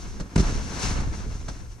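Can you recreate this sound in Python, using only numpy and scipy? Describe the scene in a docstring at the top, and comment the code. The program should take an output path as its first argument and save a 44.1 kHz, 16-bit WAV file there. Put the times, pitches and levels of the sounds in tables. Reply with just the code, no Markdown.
"""A hand brushes the loose cloth wall of a tent, heard from inside at arm's length.
From the start the weave hisses under the palm, folds rub, and the slack sheet flutters and billows
over a low rumble. The hand pats the cloth (0.2 s), lifts, slaps it taut (0.36 s), slides down in
one swelling stroke that flaps the folds (peak 0.83 s) and pats it once more (1.48 s)."""
import sys
import numpy as np
from scipy import signal
from scipy.fft import rfft, irfft, next_fast_len
from scipy.io import wavfile
from scipy.ndimage import map_coordinates

SR = 44100
rng = np.random.default_rng(int(sys.argv[2]) if len(sys.argv) > 2 else 0)


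def inscribe(sig):
    """Save sig as 16-bit PCM at rate SR to the path in sys.argv[1].

    A 1-D sig is mono; a 2-D sig holds one channel per row.
    Samples are clipped to [-1, 1] before scaling.
    """
    pcm = np.round(np.clip(np.atleast_2d(sig).T, -1, 1) * 32767)
    wavfile.write(sys.argv[1], SR, pcm.astype(np.int16))


N = 79380

# stereo width of the rubbing sounds (frequency [Hz], side minus mid [dB])
RUB_WIDTH = [(100, -51), (280, 7), (450, -12), (750, -0.5), (1200, -2), (2000, -0.5), (3200, -6.5),
             (5300, -8.5), (8800, -0.5), (14000, -12)]
# stereo width of the low sounds (frequency [Hz], side minus mid [dB])
BASS_WIDTH = [(30, -22), (70, 0.5), (130, -11), (260, -14), (600, -2.5)]


def amp(db):
    return 10 ** (np.asarray(db) / 20)


def rms(x):
    return np.sqrt(np.mean(x ** 2) + 1e-20)


def since(start_s):
    """Seconds since start_s; 0 before it."""
    return np.maximum(np.arange(N) / SR - start_s, 0)


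def along(points, hz):
    """Interpolate (frequency [Hz], value) points on a log axis."""
    knots_hz, values = np.transpose(points)
    return np.interp(np.log(hz + 1), np.log(knots_hz + 1), values)


def curves(rows):
    """One value per sample for each column after the time."""
    times_s, *columns = np.transpose(rows)
    return [np.interp(np.arange(N) / SR, times_s, column) for column in columns]


def wobble(rate_hz):
    """Smooth random curve, rate_hz knots a second."""
    knots = rng.standard_normal(int(N * rate_hz / SR) + 4)
    return map_coordinates(knots, [np.arange(N) * rate_hz / SR])


def filtered(x, response):
    """Apply the gain response(hz)."""
    size = next_fast_len(N + SR // 2)
    return irfft(rfft(x, size) * response(np.fft.rfftfreq(size, 1 / SR)), size)[..., :N]


def slips(rate_hz, scatter_db=0):
    """Two trains of random impulses; rate sets density, not level."""
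    chance = rate_hz / SR
    size = amp(scatter_db * rng.standard_normal((2, N)))
    sign = np.sign(rng.standard_normal((2, N)))
    impulses = (rng.random((2, N)) < chance) * size * sign / np.sqrt(chance)
    return impulses / rms(impulses)


def coloured(drive, spectrum, width):
    """Shape two drives as mid (rms 1) and side; return left and right."""
    side_gain = lambda hz: np.array([np.ones_like(hz), amp(along(width, hz))])
    mid, side = filtered(drive, lambda hz: amp(along(spectrum, hz)) * side_gain(hz))
    return np.array([mid + side, mid - side]) / rms(mid)


def sliding():
    """Threads and creases catch and slip under the palm, more densely as it speeds up."""
    # hand stroke (time [s], skin-on-weave hiss [dB], fold rub [dB])
    stroke = [(0, -50.5, -49.5), (.11, -54.5, -53.5), (.18, -58, -54.5), (.25, -64.5, -53),
              (.366, -58.5, -52), (.384, -38.5, -40), (.411, -36.5, -43.5), (.424, -44, -39),
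              (.48, -43, -40), (.61, -47, -45), (.70, -47.5, -43.5), (.785, -41.5, -40.5),
              (.83, -34, -39.5), (.91, -39, -39.5), (.98, -47.5, -40.5), (1.015, -48, -39),
              (1.05, -53, -47), (1.12, -54, -51), (1.165, -48, -48), (1.27, -57, -50), (1.325, -53, -53),
              (1.45, -57.5, -54), (1.53, -54.5, -54.5), (1.61, -59.5, -52.5), (1.675, -65, -59.5),
              (1.72, -58.5, -59), (1.8, -73.5, -59.5)]
    # weave hiss, a separate narrow sheen, duller fold rub (frequency [Hz], relative density [dB])
    hiss_spectrum = [(700, -7.5), (1600, -3.5), (2600, -2), (4600, 0.5), (5400, 3), (6400, -9.5),
                     (7200, -1), (8000, -12.5), (10000, -14.5), (11500, -35), (13800, -43), (15200, -65)]
    sheen_spectrum = [(3500, -59), (5000, -47.5), (5600, 3), (6400, 4), (7000, -7.5), (8500, -11),
                      (13000, -25)]
    rub_spectrum = [(150, -13), (400, 1.5), (750, 2), (1300, 1), (2000, -4), (3200, -10.5), (6000, -16.5),
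                    (12000, -52)]
    threads_per_s, creases_per_s = 9000, 2200
    hiss_db, rub_db = curves(stroke)
    effort_db = hiss_db - hiss_db.mean()
    speed = amp(0.42 * effort_db)
    sheen_db = -53.5 + 0.91 * effort_db  # falls less than the hiss as the hand slows
    grip_db = 0.6 * wobble(rate_hz=60.14)
    hiss = coloured(slips(threads_per_s * speed, scatter_db=0.1), hiss_spectrum, RUB_WIDTH)
    sheen = coloured(rng.standard_normal((2, N)), sheen_spectrum, RUB_WIDTH)
    rub = coloured(slips(creases_per_s * speed), rub_spectrum, RUB_WIDTH)
    rub_db += 1.9 * wobble(rate_hz=45.43)
    return amp(grip_db) * (amp(hiss_db) * hiss + amp(sheen_db) * sheen + amp(rub_db) * rub)


def swaying():
    """The slack sheet flutters, pushes air in slow billows and flaps as the hand passes folds."""
    # sheet motion (time [s], flutter [dB], billow [dB])
    sway = [(0, -45.5, -37), (.14, -44, -39), (.22, -41.5, -33.5), (.29, -46.5, -49), (.345, -46.5, -44),
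            (.39, -27.5, -22), (.45, -35.5, -23), (.51, -33, -28.5), (.62, -37, -32), (.72, -36, -39.5),
            (.85, -38, -28.5), (1.01, -35.5, -27.5), (1.09, -46, -27), (1.17, -42, -34), (1.27, -44, -30.5),
            (1.42, -46, -34), (1.54, -43, -37), (1.67, -53, -34.5), (1.8, -57, -45)]
    # flutter and billows (frequency [Hz], relative density [dB])
    flutter_spectrum = [(50, -3), (110, -9), (190, 1), (250, -3.5), (330, -6.5), (430, -11), (550, -21.5),
                        (800, -52), (2000, -74), (6000, -90)]
    billow_spectrum = [(10, -14.5), (25, -2.5), (45, -1.5), (70, -5.5), (90, -11.5), (125, -11.5),
                       (200, -55), (500, -34), (2000, -100)]
    # hand passes a fold (time [s], thump [dB])
    folds = [(.49, -24), (0.834, -22), (0.864, -27), (.905, -22), (0.982, -21.5), (1.067, -25),
             (1.143, -31), (1.259, -29), (1.347, -33.5)]
    flutter_db, billow_db = curves(sway)
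    flutter_drive = slips(rate_hz=110) + 0.6 * rng.standard_normal((2, N))
    flutter = coloured(flutter_drive, flutter_spectrum, BASS_WIDTH)
    billow = coloured(rng.standard_normal((2, N)), billow_spectrum, BASS_WIDTH)
    flaps = sum(thump(start_s, level_db) for start_s, level_db in folds)
    return flaps + amp(flutter_db) * flutter + amp(billow_db) * billow


def rumble():
    """Steady, faint low noise."""
    # background (frequency [Hz], relative density [dB])
    spectrum = [(20, -26), (80, -32), (250, -10), (700, -25), (2500, -42), (7000, -30), (11000, -35),
                (15000, -44)]
    return amp(-60) * coloured(rng.standard_normal((2, N)), spectrum, BASS_WIDTH)


def pats():
    """Each contact thumps the sheet and scuffs the weave."""
    # hand meets cloth (time [s], thump [dB], scuff [dB], scuff rise [s], scuff t60 [s])
    contacts = [(0.197, -33, -37.5, 0.0028, 0.097), (0.203, -25.5, -40, 0.0025, 0.068),
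                (.356, -10, -28, 0.0033, 0.047), (.375, -12, -31, 0.003, 0.094),
                (0.396, -11, -28.5, 0.0021, 0.035), (0.571, -33, -42.5, .005, 0.037),
                (.997, -42, -38, 0.0055, 0.051), (1.480, -27.5, -35.5, 0.0039, 0.11)]
    # scuff (frequency [Hz], relative density [dB])
    spectrum = [(100, -10), (300, -5.5), (550, 11.5), (850, 3), (1350, 2), (2100, -7.5), (4000, -6.5),
                (6000, -3), (8000, -13.5), (10500, -23), (14500, -42)]
    thumps, scuffs = np.zeros(N), np.zeros((2, N))
    for start_s, thump_db, scuff_db, rise_s, t60_s in contacts:
        t = since(start_s)
        thumps += thump(start_s, thump_db)
        envelope = (1 - np.exp(-(t / rise_s) ** 2)) * amp(-60 * t / t60_s)
        scuff = coloured(slips(rate_hz=9000, scatter_db=0.5), spectrum, RUB_WIDTH)
        scuffs += amp(scuff_db) * envelope / envelope.max() * scuff
    return thumps, scuffs


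def thump(start_s, level_db):
    """A soft push rings the sheet's low modes, a little differently each time."""
    # heavily damped sheet modes (frequency [Hz], level [dB], t60 [s])
    modes = [(40.7, -8.5, 0.2), (85.5, -1, 0.1), (154.4, -0.5, 0.072), (194.5, -2, 0.073), (255, -6, 0.057),
             (302.5, -10, 0.066), (407.4, -10.5, 0.073)]
    rise_s = 0.0023
    t = since(start_s)
    ring = np.zeros(N)
    for k, (hz, mode_db, t60_s) in enumerate(modes):
        mode_db += 1.6 * rng.standard_normal()
        hz *= 1 + 0.045 * rng.standard_normal()
        ring += (-1) ** k * amp(mode_db - 60 * t / t60_s) * np.sin(2 * np.pi * hz * t)
    return amp(level_db) * ring * (1 - np.exp(-t / rise_s))


def snap():
    """A bright crack as the slap takes up the slack."""
    # cloth snapping taut (frequency [Hz], relative density [dB])
    spectrum = [(300, -5), (1200, 13), (2600, 9), (5000, -5), (8300, 4), (11000, -14), (15000, -26)]
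    level_db, rise_s, t60_s = -30.5, 0.0019, 0.027
    t = since(start_s=0.36)
    envelope = (1 - np.exp(-t / rise_s)) * amp(-60 * t / t60_s)
    crack = coloured(rng.standard_normal((2, N)), spectrum, RUB_WIDTH)
    return amp(level_db) * envelope / envelope.max() * crack


def at_hand(x):
    """Pan with the hand; add a fixed colour and phase difference between the ears."""
    # hand position (time [s], left minus right [dB])
    pan = [(0, -1.5), (.2, -2.5), (.4, -0.5), (.5, -2), (.7, 2), (.85, 0), (.96, -3), (1.18, 1), (1.35, 0),
           (1.49, -1), (1.7, 2)]
    # ear-to-ear colour (frequency [Hz], left minus right [dB])
    tilt = [(300, 0.5), (730, 1.5), (1200, 1.5), (2000, 3.5), (3200, 0.5), (5300, 4.5), (8000, 2.5),
            (14000, -3)]
    # ear-to-ear phase (frequency [Hz], left lead [rad])
    lead = [(400, -0.63), (1200, -0.13), (1700, 1.87), (2700, -0.52), (6200, 1.4), (11000, -1.9)]
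    pan_db, = curves(pan)
    sides = np.array([[0.5], [-0.5]])
    ears = lambda hz: amp(sides * along(tilt, hz)) * np.exp(1j * sides * along(lead, hz))
    return filtered(amp(sides * pan_db) * x, ears)


def tent(x):
    """The cloth walls add a short, weak reverberation."""
    wet_db, t60_s = -10, 0.046
    t = np.arange(SR // 4) / SR
    tail = rng.standard_normal((2, len(t))) * amp(-60 * t / t60_s)
    tail /= np.linalg.norm(tail[0])
    return x + amp(wet_db) * signal.fftconvolve(x, tail, axes=1)[:, :N]


def scene():
    """The rubbing follows the hand from side to side; the bass is not panned."""
    thumps, scuffs = pats()
    rubbing = at_hand(scuffs + snap() + sliding())
    return rumble() + tent(thumps + rubbing) + swaying()


def record(dry):
    """The highest treble fades, then cuts off."""
    # treble roll-off (frequency [Hz], gain [dB])
    rolloff = [(10000, 0), (11500, -2), (14000, -2), (15000, -14)]
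    cutoff_hz = 15150
    return filtered(dry, lambda hz: amp(along(rolloff, hz)) * (hz < cutoff_hz))


dry = scene()
out = record(dry)
inscribe(out)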